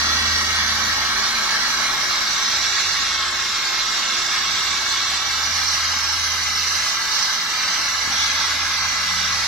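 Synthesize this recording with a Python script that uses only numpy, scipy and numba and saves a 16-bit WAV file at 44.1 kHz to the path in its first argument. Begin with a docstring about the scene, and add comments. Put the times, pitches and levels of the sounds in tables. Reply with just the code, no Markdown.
"""A hand-held electric polisher with a wool pad works over a plastic headlight outdoors, heard in stereo close by.
Sines on multiples of the sagging and recovering rotor speed make the whine of gear teeth, fan and commutator.
Bands of noise make the pad's drone, the casing's roar and the hiss of vents and brushes; an echo off the ground
and moving hollows colour the casing, gear, vent and brush noise. The tool is held in five ways in turn.
Behind it low sine hums swell and fade over a faint noise rumble; once, struck modes make a dull bump."""
import sys
import numpy as np
from scipy import signal
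from scipy.fft import rfft, irfft, next_fast_len
from scipy.io import wavfile
from scipy.ndimage import uniform_filter1d, map_coordinates
from numba import njit

SR = 44100
rng = np.random.default_rng(int(sys.argv[2]) if len(sys.argv) > 2 else 0)


def dump_mix(stems):
    """Bounce the given channels to the path in sys.argv[1] as a 16-bit WAV at rate SR."""
    frames = np.atleast_2d(stems).T  # one column per channel
    limited = np.clip(frames, -1, 1)  # hard clip at full scale
    pcm = np.round(limited * 32767).astype(np.int16)
    wavfile.write(sys.argv[1], SR, pcm)


N = 417627


def rotor_speed():
    """Rotor turns per second under the changing load; inertia rounds the corners."""
    # rotor speed before rounding: t/s, speed/(turns per s)
    rotor_curve = [(0.0, 379.2), (0.15, 380.5), (0.6, 378.0), (0.79, 382.8), (1.0, 374.4), (1.19, 378.3),
                   (1.39, 371.3), (1.59, 378.0), (1.84, 370.4), (2.0, 373.8), (2.23, 370.8), (2.5, 381.4),
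                   (2.88, 379.3), (3.11, 363.8), (3.35, 360.8), (3.55, 353.0), (3.99, 354.6), (4.26, 366.8),
                   (4.42, 366.0), (4.67, 377.2), (4.92, 369.0), (5.16, 380.8), (5.48, 385.3), (5.76, 404.6),
                   (6.03, 406.8), (6.21, 413.6), (6.49, 401.3), (6.74, 407.6), (7.03, 397.6), (7.3, 407.2),
                   (7.59, 396.8), (7.8, 400.1), (8.05, 397.6), (8.27, 411.4), (8.83, 409.8), (9.06, 398.9),
                   (9.47, 393.8)]
    return uniform_filter1d(in_time(rotor_curve)[0], size=SR // 16)


def whine(speed, turns):
    """Sines locked to the rotor, rougher the higher they lie; the gear mesh beats once per turn of the pad."""
    # whine lines before the lifts and swells below: multiple of rotor speed, left level/dB, right level/dB
    lines = [(1, -55, -55), (2, -53, -54), (3, -43, -47), (4, -47, -52), (5, -37, -39), (6, -40, -41),
             (7, -47, -48), (8, -50, -50), (9, -41, -43), (10, -43, -42), (11, -48, -42), (12, -48, -41),
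             (13, -53, -46), (14, -52, -46), (15, -45, -39), (16, -52, -48), (19, -56, -52), (20, -56, -49),
             (21, -66, -64), (23, -67, -66), (24, -62, -61), (25, -60, -58), (30, -65, -64), (31, -75, -67),
             (32, -61, -56), (33, -75, -75), (34, -73, -71), (35, -67, -64), (36, -64, -58), (37, -74, -71),
             (40, -71, -69)]
    # the clearest lines change with the hold: multiple -> added level/dB in each of five holds
    tilted = {1: (-8, 1, 2.5, -11, -11), 3: (-2, -2, 2, -3, -2), 6: (1, 0, 2, -8, -8),
              7: (-4, -4, -3, 3, -3), 9: (3, -1, -1, -5, -6), 10: (-2, -2, 2, -1, -2),
              15: (2, -2, -1, 1, 1), 25: (3, 3, 1, -4, -5), 32: (1, 2, -1, -2, -1), 36: (0, -2, -4, 2, -3)}
    # swell added to the gear mesh line: t/s, level/dB
    mesh_curve = [(0, 6), (1.2, -4), (1.95, -14), (2.4, 0), (3.1, -1), (3.6, -7), (5.5, -6), (6.3, 1),
                  (7.9, 0), (8.6, 5), (9.47, 4)]
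    # how the casing lets the other lines out; only the change about its mean counts: f/Hz, level/dB
    skirt = [(6100, 0), (6600, -9), (7300, -9), (8300, -17)]
    # phase of the mesh line between the channels before drift: angle/rad in each hold
    mesh_apart = (1.4, 1, 1.2, 0.91, 1.33)
    pinion_teeth, gear_ratio = 5, 9.9      # gear ratio: rotor turns per pad turn
    runout = .35      # depth of the mesh beat, 0-1
    mesh_db, singing_db = 2.2, 5.5      # lift of the lines below, and from, the sixteenth multiple
    break_db_per_multiple = .12      # higher lines drop out more
    jitter, jitter_fast, jitter_per_multiple = .6, .09, .024      # phase wander: slow, fast, fast per multiple, rad

    swell = {multiple: by_hold(db) for multiple, db in tilted.items()}
    swell[pinion_teeth], = in_time(mesh_curve)
    beat = 1 + runout * np.cos(2 * np.pi * turns / gear_ratio)
    coarse_speed = speed[::64]
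    size = len(coarse_speed)
    out = 0
    for multiple, left_db, right_db in lines:
        if multiple in swell:
            level_db = swell[multiple][::64] + 2 * coarse_drift(5)[:size] - .5
        else:
            skirt_db = at_hz(skirt, multiple * coarse_speed)
            level_db = skirt_db - skirt_db.mean() + 3 * coarse_drift(1.6)[:size] - 3
        level_db = level_db + (mesh_db if multiple < 16 else singing_db)
        level_db = level_db - break_db_per_multiple * multiple * abs(coarse_drift(9)[:size])

        fast_jitter = jitter_fast * (multiple > 2) + jitter_per_multiple * multiple
        wander = jitter * coarse_drift(11) + fast_jitter * coarse_drift(40)
        wander = wander[:size] + rng.uniform(0, 2 * np.pi)
        # phase between the channels, radians; the two lowest lines stay together
        apart = min(multiple / 8, 1.5) * coarse_drift(0.6)[:size] * (multiple > 2)
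        if multiple == pinion_teeth:
            apart = apart / 2 + by_hold(mesh_apart)[::64]
        stray_phase = np.array([stretch(wander + apart / 2), stretch(wander - apart / 2)])
        phase = 2 * np.pi * multiple * turns + stray_phase

        gain = stretch(np.sqrt(2) * from_db(level_db))
        if multiple == pinion_teeth:
            gain = gain * beat
        out = out + from_db([[left_db], [right_db]]) * gain * np.sin(phase)
    return out


def tool_noise(turns):
    """Casing, gear head, vents and brushes; some throb slightly once per rotor turn. The pad drones below."""
    # relative colour of each part of the tool: f/Hz, level/(dB per Hz)
    casing_colour = [(450, -37), (600, -15), (710, -11), (810, -8.5), (930, -5), (1070, -4), (1210, 2.5),
                     (1440, -2.4), (1640, 2.5), (1850, -2.2), (2250, 1), (2450, -7.5), (2700, -27),
                     (2900, -60)]
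    head_colour = [(2200, -30), (2400, 13.5), (2600, 14.5), (2850, 18.5), (3080, 16), (3400, 18.5),
                   (3600, 22.5), (3900, -46)]
    vent_low_colour = [(3300, -46), (3600, 0), (3900, 4.5), (4150, 5), (4500, 3), (4850, 3.5), (5150, -1.5),
                       (5500, -47)]
    vent_high_colour = [(4700, -34), (5100, 4.5), (5400, 4.5), (5700, 6.5), (6000, 4.5), (6300, 0),
                        (6500, -1.5), (6800, -52)]
    edge_colour = [(6200, -50), (6480, -11), (6650, -7), (6950, .3), (7300, -7), (7620, -4.5), (7950, -10),
                   (8300, -50)]
    brush_colour = [(7600, -50), (8000, -2), (8500, 0), (9400, 1), (10000, 2), (10500, -1.5), (11900, -1.5),
                    (12500, -13), (12800, -1.5), (14500, -4.5), (15000, -15), (15700, -10.5)]
    pad_colour = [(60, -50), (100, -6), (125, -10.5), (220, -6), (330, -8.5), (450, -10.5), (650, -10),
                  (800, -57)]
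    # casing roar before sway, echo and hollows: t/s, level/dB
    casing_level = [(0, -23.5), (1, -24), (1.6, -23), (2.2, -25), (3.5, -27), (4.4, -26.5), (4.8, -27),
                    (5.1, -26.5), (5.3, -27), (5.6, -25.5), (6.3, -27.5), (7.5, -26.5), (7.75, -24.5),
                    (8, -26), (8.25, -24.5), (8.5, -25.5), (9.47, -26)]
    # vent hiss surging with the strokes; only the change about its mean counts: t/s, level/dB
    vent_level = [(0, -26), (.3, -26.5), (1.3, -25), (2.5, -24.5), (3.0, -25.5), (3.3, -27), (3.51, -26),
                  (4.91, -25.5), (5.33, -27.5), (5.75, -26.5), (5.95, -28), (6.14, -27), (6.36, -28.5),
                  (6.68, -27), (7.0, -29), (7.2, -26), (7.49, -30), (7.73, -27), (8.05, -29.5), (8.23, -25),
                  (8.57, -28), (9.02, -27), (9.47, -26.5)]
    # levels before surges, sway, echo and hollows: level/dB in each hold
    head_hold = (-27.5, -30.5, -29, -28.5, -29.5)
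    low_hold = (-24, -27, -27, -25, -26)
    high_hold = (-27, -31.5, -30.5, -25, -26.5)
    edge_hold = (-42, -41.5, -38, -40, -40.5)
    fizz_hold = (-43.5, -44, -47.5, -43.5, -45)
    # pad drone, free of surges: level/dB in each hold
    pad_hold = (-40, -43, -46.5, -47.5, -46.5)
    # lean to the left before the surges: left minus right/dB in each hold
    sway_hold = (-1.1, -0.84, -1, 0.094, -0.29)
    flutter_db, flutter_per_s = .35, 22      # the tool shakes in the hands; heard in all but the pad drone

    casing_db, = in_time(casing_level)
    vent_db, = in_time(vent_level)
    surge_db = vent_db - vent_db.mean()
    # each part follows its own share of the vent surges
    head_db = by_hold(head_hold) + .49 * surge_db
    low_db = by_hold(low_hold) + surge_db
    high_db = by_hold(high_hold) + 1.83 * surge_db
    edge_db = by_hold(edge_hold) + .41 * surge_db
    fizz_db = by_hold(fizz_hold) + .47 * surge_db
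    sway_db = by_hold(sway_hold) + .25 * surge_db

    throb = np.cos(2 * np.pi * turns)
    casing = roar(casing_colour, casing_db, np.arange(700, 2500, 200), slow_db=.5, fast_db=2.0)
    gear_head = roar(head_colour, head_db, np.arange(2450, 3700, 160), slow_db=1.3, fast_db=1.2)
    vent_low = roar(vent_low_colour, low_db, np.arange(3600, 5200, 200), slow_db=.8, fast_db=.9)
    vent_high = roar(vent_high_colour, high_db, np.arange(5100, 6600, 200), slow_db=.74, fast_db=1.5)
    edge = roar(edge_colour, edge_db, np.arange(6500, 8100, 250), slow_db=1.0, fast_db=4.5)
    brushes = roar(brush_colour, fizz_db, np.arange(8000, 15600, 750), slow_db=1.2, fast_db=3.6)
    upper = casing + gear_head * (1 + .25 * throb) + vent_low * (1 + .15 * throb)
    upper = upper + vent_high + edge + brushes * (1 + .12 * throb)
    pad = roar(pad_colour, by_hold(pad_hold), np.geomspace(110, 650, 9), slow_db=1.5, fast_db=2.0)
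    lean_db = np.array([sway_db / 2, -sway_db / 2])
    return upper * from_db(lean_db + flutter_db * drift(flutter_per_s)), pad


def roar(spectrum, level_db, band_hz, slow_db, fast_db):
    """Stereo noise in overlapping bands; each band wavers in each channel as the reflections shift."""
    # left-right likeness of noise: f/Hz, likeness (0-1)
    likeness = [(40, .995), (100, 1), (200, 1), (300, 1), (400, 0.86), (700, 1), (1200, 0.86), (1750, 0.81),
                (2300, 0.55), (2800, 0.94), (3400, 0.44), (4400, 0.53), (6000, 0.51), (8000, 0.5),
                (15000, 0.45)]
    # lean of the stereo image: f/Hz, left minus right/dB
    lean = [(650, 0.5), (900, 0.5), (1200, 4), (1600, 1), (2000, 1), (2700, 4), (3400, -3), (4200, -2.5),
            (5200, -6.5), (6200, -5.5), (7000, -3.5), (9000, 1.5), (12000, -3), (15000, 1)]
    # each band arrives by its own shifting path: spread of the lag between channels, and its pace
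    lag_stray_us, lag_strays_per_s = 44.4, 3.0

    size = next_fast_len(N)
    hz = np.maximum(np.arange(size // 2 + 1) * SR / size, 1)
    mid, side = rfft(rng.standard_normal((2, size)))
    alike = np.clip(at_hz(likeness, hz), 0, 1)
    pair = np.sqrt(1 + alike) * mid + np.sqrt(1 - alike) * side * [[1], [-1]]
    pair = pair * from_db(at_hz(spectrum, hz) + at_hz(lean, hz) * np.array([[.5], [-.5]]))
    out = 0
    for k, centre in enumerate(band_hz):
        share = np.interp(hz, band_hz, np.arange(len(band_hz)) == k)
        own = np.sqrt(1 - np.clip(at_hz(likeness, centre), 0, 1))      # share that differs between channels
        both = slow_db * coarse_drift(2.0) + (1 - own) * fast_db * coarse_drift(12)
        waver = [both + own * (slow_db * coarse_drift(2.0) + fast_db * coarse_drift(12))
                 for channel in range(2)]
        band = irfft(pair * share, size)[:, :N]
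        # phase slip in one channel, alternating from band to band
        slip = k % 2
        turn = stretch(2 * np.pi * centre * lag_stray_us / 10 ** 6 * coarse_drift(lag_strays_per_s))
        quarter_turn = irfft(1j * pair[slip] * share, size)[:N]
        band[slip] = np.cos(turn) * band[slip] + np.sin(turn) * quarter_turn
        out = out + np.array([stretch(gain) for gain in from_db(waver)]) * band
    return from_db(level_db) * out / out.mean(axis=0).std()


def ground(*channels):
    """A short echo off the ground whose delay strays combs the noise into close, wavering strands."""
    echo_ms, echo_stray_ms, echo_db = (3.7, 4.6), .05, -5      # left and right delay, stray, level against direct
    combed = []
    for direct, ms in zip(channels, echo_ms):
        lag = (ms + echo_stray_ms * drift(3)) * SR / 1000
        echo = map_coordinates(direct, [np.arange(N) - lag], order=3, mode="mirror")
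        combed.append((direct + from_db(echo_db) * echo) / np.hypot(1, from_db(echo_db)))
    return combed


@njit
def hollow(x, twice_cos, depth, r):
    """Takes a share of a moving resonance away."""
    ring = np.zeros_like(x)
    for i in range(2, len(x)):
        push = (1 - r * r) / 2 * (x[i] - x[i - 2])
        ring[i] = push + r * twice_cos[i] * ring[i - 1] - r * r * ring[i - 2]
    return x - depth * ring


def bodywork(left, right):
    """Echoes off the bodywork cancel narrow bands; these hollows shift with the hold, wander, open and close."""
    # hollows in what both channels share: f/Hz in each hold, depth in each hold (before flutter, limited
    # to 0-1), width/Hz
    shared_hollows = [((2110, 2000, 1807, 1923, 1910), (2.4, 0.95, 0.39, 0.27, 1.5), 102),
                      ((2510, 2560, 2440, 2530, 2530), (1, 1, 0.51, 0.85, 0.22), 295),
                      ((3180, 3030, 3000, 3280, 3020), (0.39, 0.37, 1, .3, 0.87), 154),
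                      ((3650, 3580, 3300, 3530, 3560), (1.2, 0.57, 0.094, 1.37, 0.37), 325),
                      ((4240, 4470, 4490, 4610, 4800), (0.8, 0.34, 1, 0.42, .3), 112),
                      ((5070, 5100, 5130, 5380, 5000), (1, 1, 0.79, .55, 1), 204)]
    # hollows in what differs between the channels, same columns
    apart_hollows = [((2150, 2150, 2130, 2240, 2180), (.3, .6, 0.33, 0.34, 0.56), 72),
                     ((2600, 2620, 2700, 2690, 2630), (.5, .5, .95, 0.54, 0.52), 420),
                     ((3600, 3540, 3150, 3450, 3430), (0.55, .3, 0.81, 0.33, .6), 220),
                     ((4500, 4600, 4350, 4620, 4500), (.2, 0.47, 0.37, 0.98, .4), 300),
                     ((5080, 5000, 5100, 5130, 5170), (.8, .5, .3, .2, 0.79), 280)]
    pitch_stray, depth_flutter = .022, .5      # share of the pitch; depth

    parts = []
    for x, hollows in (((left + right) / 2, shared_hollows), ((left - right) / 2, apart_hollows)):
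        for hold_hz, hold_depth, width_hz in hollows:
            hz = by_hold(hold_hz) * (1 + pitch_stray * drift(4))
            depth = np.clip(by_hold(hold_depth) + depth_flutter * drift(6), 0, 1)
            for share in (1, .45):      # a narrower second pass deepens the middle
                r = np.exp(-np.pi * share * width_hz / SR)
                x = hollow(x, 2 * np.cos(2 * np.pi * hz / SR), depth, r)
        parts.append(x)
    mid, side = parts
    return np.array([mid + side, mid - side])


def bump():
    """Soft knocks in quick succession ring a few low, fast-dying modes."""
    # knocks: t/s, strength/dB before the mode levels
    knocks = [(8.076, -31), (8.1, -34), (8.122, -39)]
    # modes: f/Hz, level/dB, time to fall by 60 dB/s
    modes = [(140, -5, .04), (215, 0, .05), (270, -3, .035)]
    clicks, out = np.full(N, 1e-18), 0      # a tiny offset keeps the filters out of denormal numbers
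    for s, strength_db in knocks:
        clicks[round(s * SR)] = from_db(strength_db)
    for hz, level_db, t60 in modes:
        r, w = from_db(-60 / (t60 * SR)), 2 * np.pi * hz / SR
        ring_in = [0, from_db(level_db) * np.sin(w)]
        out = out + signal.lfilter(ring_in, [1, -2 * r * np.cos(w), r * r], clicks)
    return out


def hum():
    """Four low sine tones of wandering pitch and level over a faint noise rumble."""
    # background tones, before a slow random waver of level: t/s, level/dB rms
    hum_level = [(0., -36), (.5, -36), (.95, -40), (1.7, -62), (2.4, -58), (2.6, -47), (3.4, -50),
                 (3.7, -63), (4.1, -60), (4.35, -49), (5.1, -47), (5.9, -40), (6.65, -41.5), (7.1, -57.5),
                 (7.8, -54), (8.15, -43.5), (9.47, -42.5)]
    deep_level = [(0, -49), (1.7, -49), (2.4, -55), (3.4, -57), (5.1, -69), (6.6, -56), (7, -66),
                  (9.47, -61)]
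    high_level = [(0, -57), (1, -55), (1.7, -76), (4.7, -74), (5.1, -57), (5.5, -66), (5.9, -74),
                  (7.1, -57), (7.8, -54), (8.15, -70), (9.25, -44), (9.47, -53)]
    early_level = [(0, -46.5), (1.2, -51.5), (2.3, -54), (3, -67), (9.47, -75)]
    # relative colour of the rumble: f/Hz, level/(dB per Hz)
    rumble_colour = [(15, -6), (30, -1), (50, 0), (65, -3), (105, -6), (125, -30)]

    # the main hum creeps up from 4 Hz below its final pitch, settling over 2.2 s
    hum_hz = 82.7 - 4 * np.exp(-np.arange(N) / SR / 2.2)
    # pitch in Hz, level curve, spread of the pitch wander in Hz
    drones = ((hum_hz, hum_level, .8), (49.5, deep_level, 2.5),
              (171, high_level, 1.5), (222, early_level, 8))
    tones = 0
    for hz, level, wander_hz in drones:
        phase = 2 * np.pi * np.cumsum(hz + wander_hz * drift(3)) / SR
        level_db = in_time(level)[0] + 1.5 * drift(5)
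        tones = tones + np.sqrt(2) * from_db(level_db) * np.sin(phase)
    return tones + roar(rumble_colour, -52.5, [30, 90], slow_db=1.2, fast_db=.6)


def from_db(db):
    """Decibels to gain."""
    return 10 ** (np.asarray(db) / 20)


def in_time(rows):
    """Columns of a curve table, one value per sample."""
    s, *columns = np.transpose(rows)
    return [np.interp(np.arange(N) / SR, s, c) for c in columns]


def at_hz(points, hz):
    """Reads a spectrum on a log-frequency axis."""
    point_hz, values = np.transpose(points)
    return np.interp(np.log(hz), np.log(point_hz), values)


def by_hold(values):
    """One value for each hold, gliding between them, at every sample."""
    # the five holds of the tool: from t/s, to t/s
    holds = [(0, .4), (1.2, 2.0), (2.6, 5.1), (5.6, 7.8), (8.3, 9.47)]
    return np.interp(np.arange(N) / SR, np.ravel(holds), np.repeat(values, 2))


def coarse_drift(rate):
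    """Slow chance of spread 1, one value in 64 samples: noise through a double one-pole low-pass."""
    r = np.exp(-128 * np.pi * rate / SR)
    noise = rng.standard_normal(N // 64 + 2002)
    slow = signal.lfilter([1], [1, -2 * r, r * r], noise)[2000:]      # drops the filter's run-in
    return slow / slow.std()


def stretch(coarse):
    """One value per sample from one in 64."""
    return np.interp(np.arange(N) / 64, np.arange(len(coarse)), coarse)


def drift(rate):
    """Slow chance at every sample."""
    return stretch(coarse_drift(rate))


def scene():
    """The close polisher over the background; all its noise but the pad drone reaches the left a little later."""
    # lag of the left channel: delay/microseconds in each hold
    left_lag = (104, 61, 3.6, 24, 16)
    speed = rotor_speed()
    turns = np.cumsum(speed) / SR
    (left, right), pad = tool_noise(turns)
    lag_samples = by_hold(left_lag) * SR / 10 ** 6
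    late_left = map_coordinates(left, [np.arange(N) - lag_samples], order=3, mode="nearest")
    coloured = bodywork(*ground(late_left, right))
    return coloured + whine(speed, turns) + pad + hum() + bump()


def record(dry):
    """A steep elliptic low-pass cuts the top of both microphone channels."""
    top_cut = signal.ellip(12, .3, 70, 15720, fs=SR, output="sos")      # ripple dB, stop dB, cutoff Hz
    return signal.sosfilt(top_cut, dry)


dry = scene()
out = record(dry)
dump_mix(out)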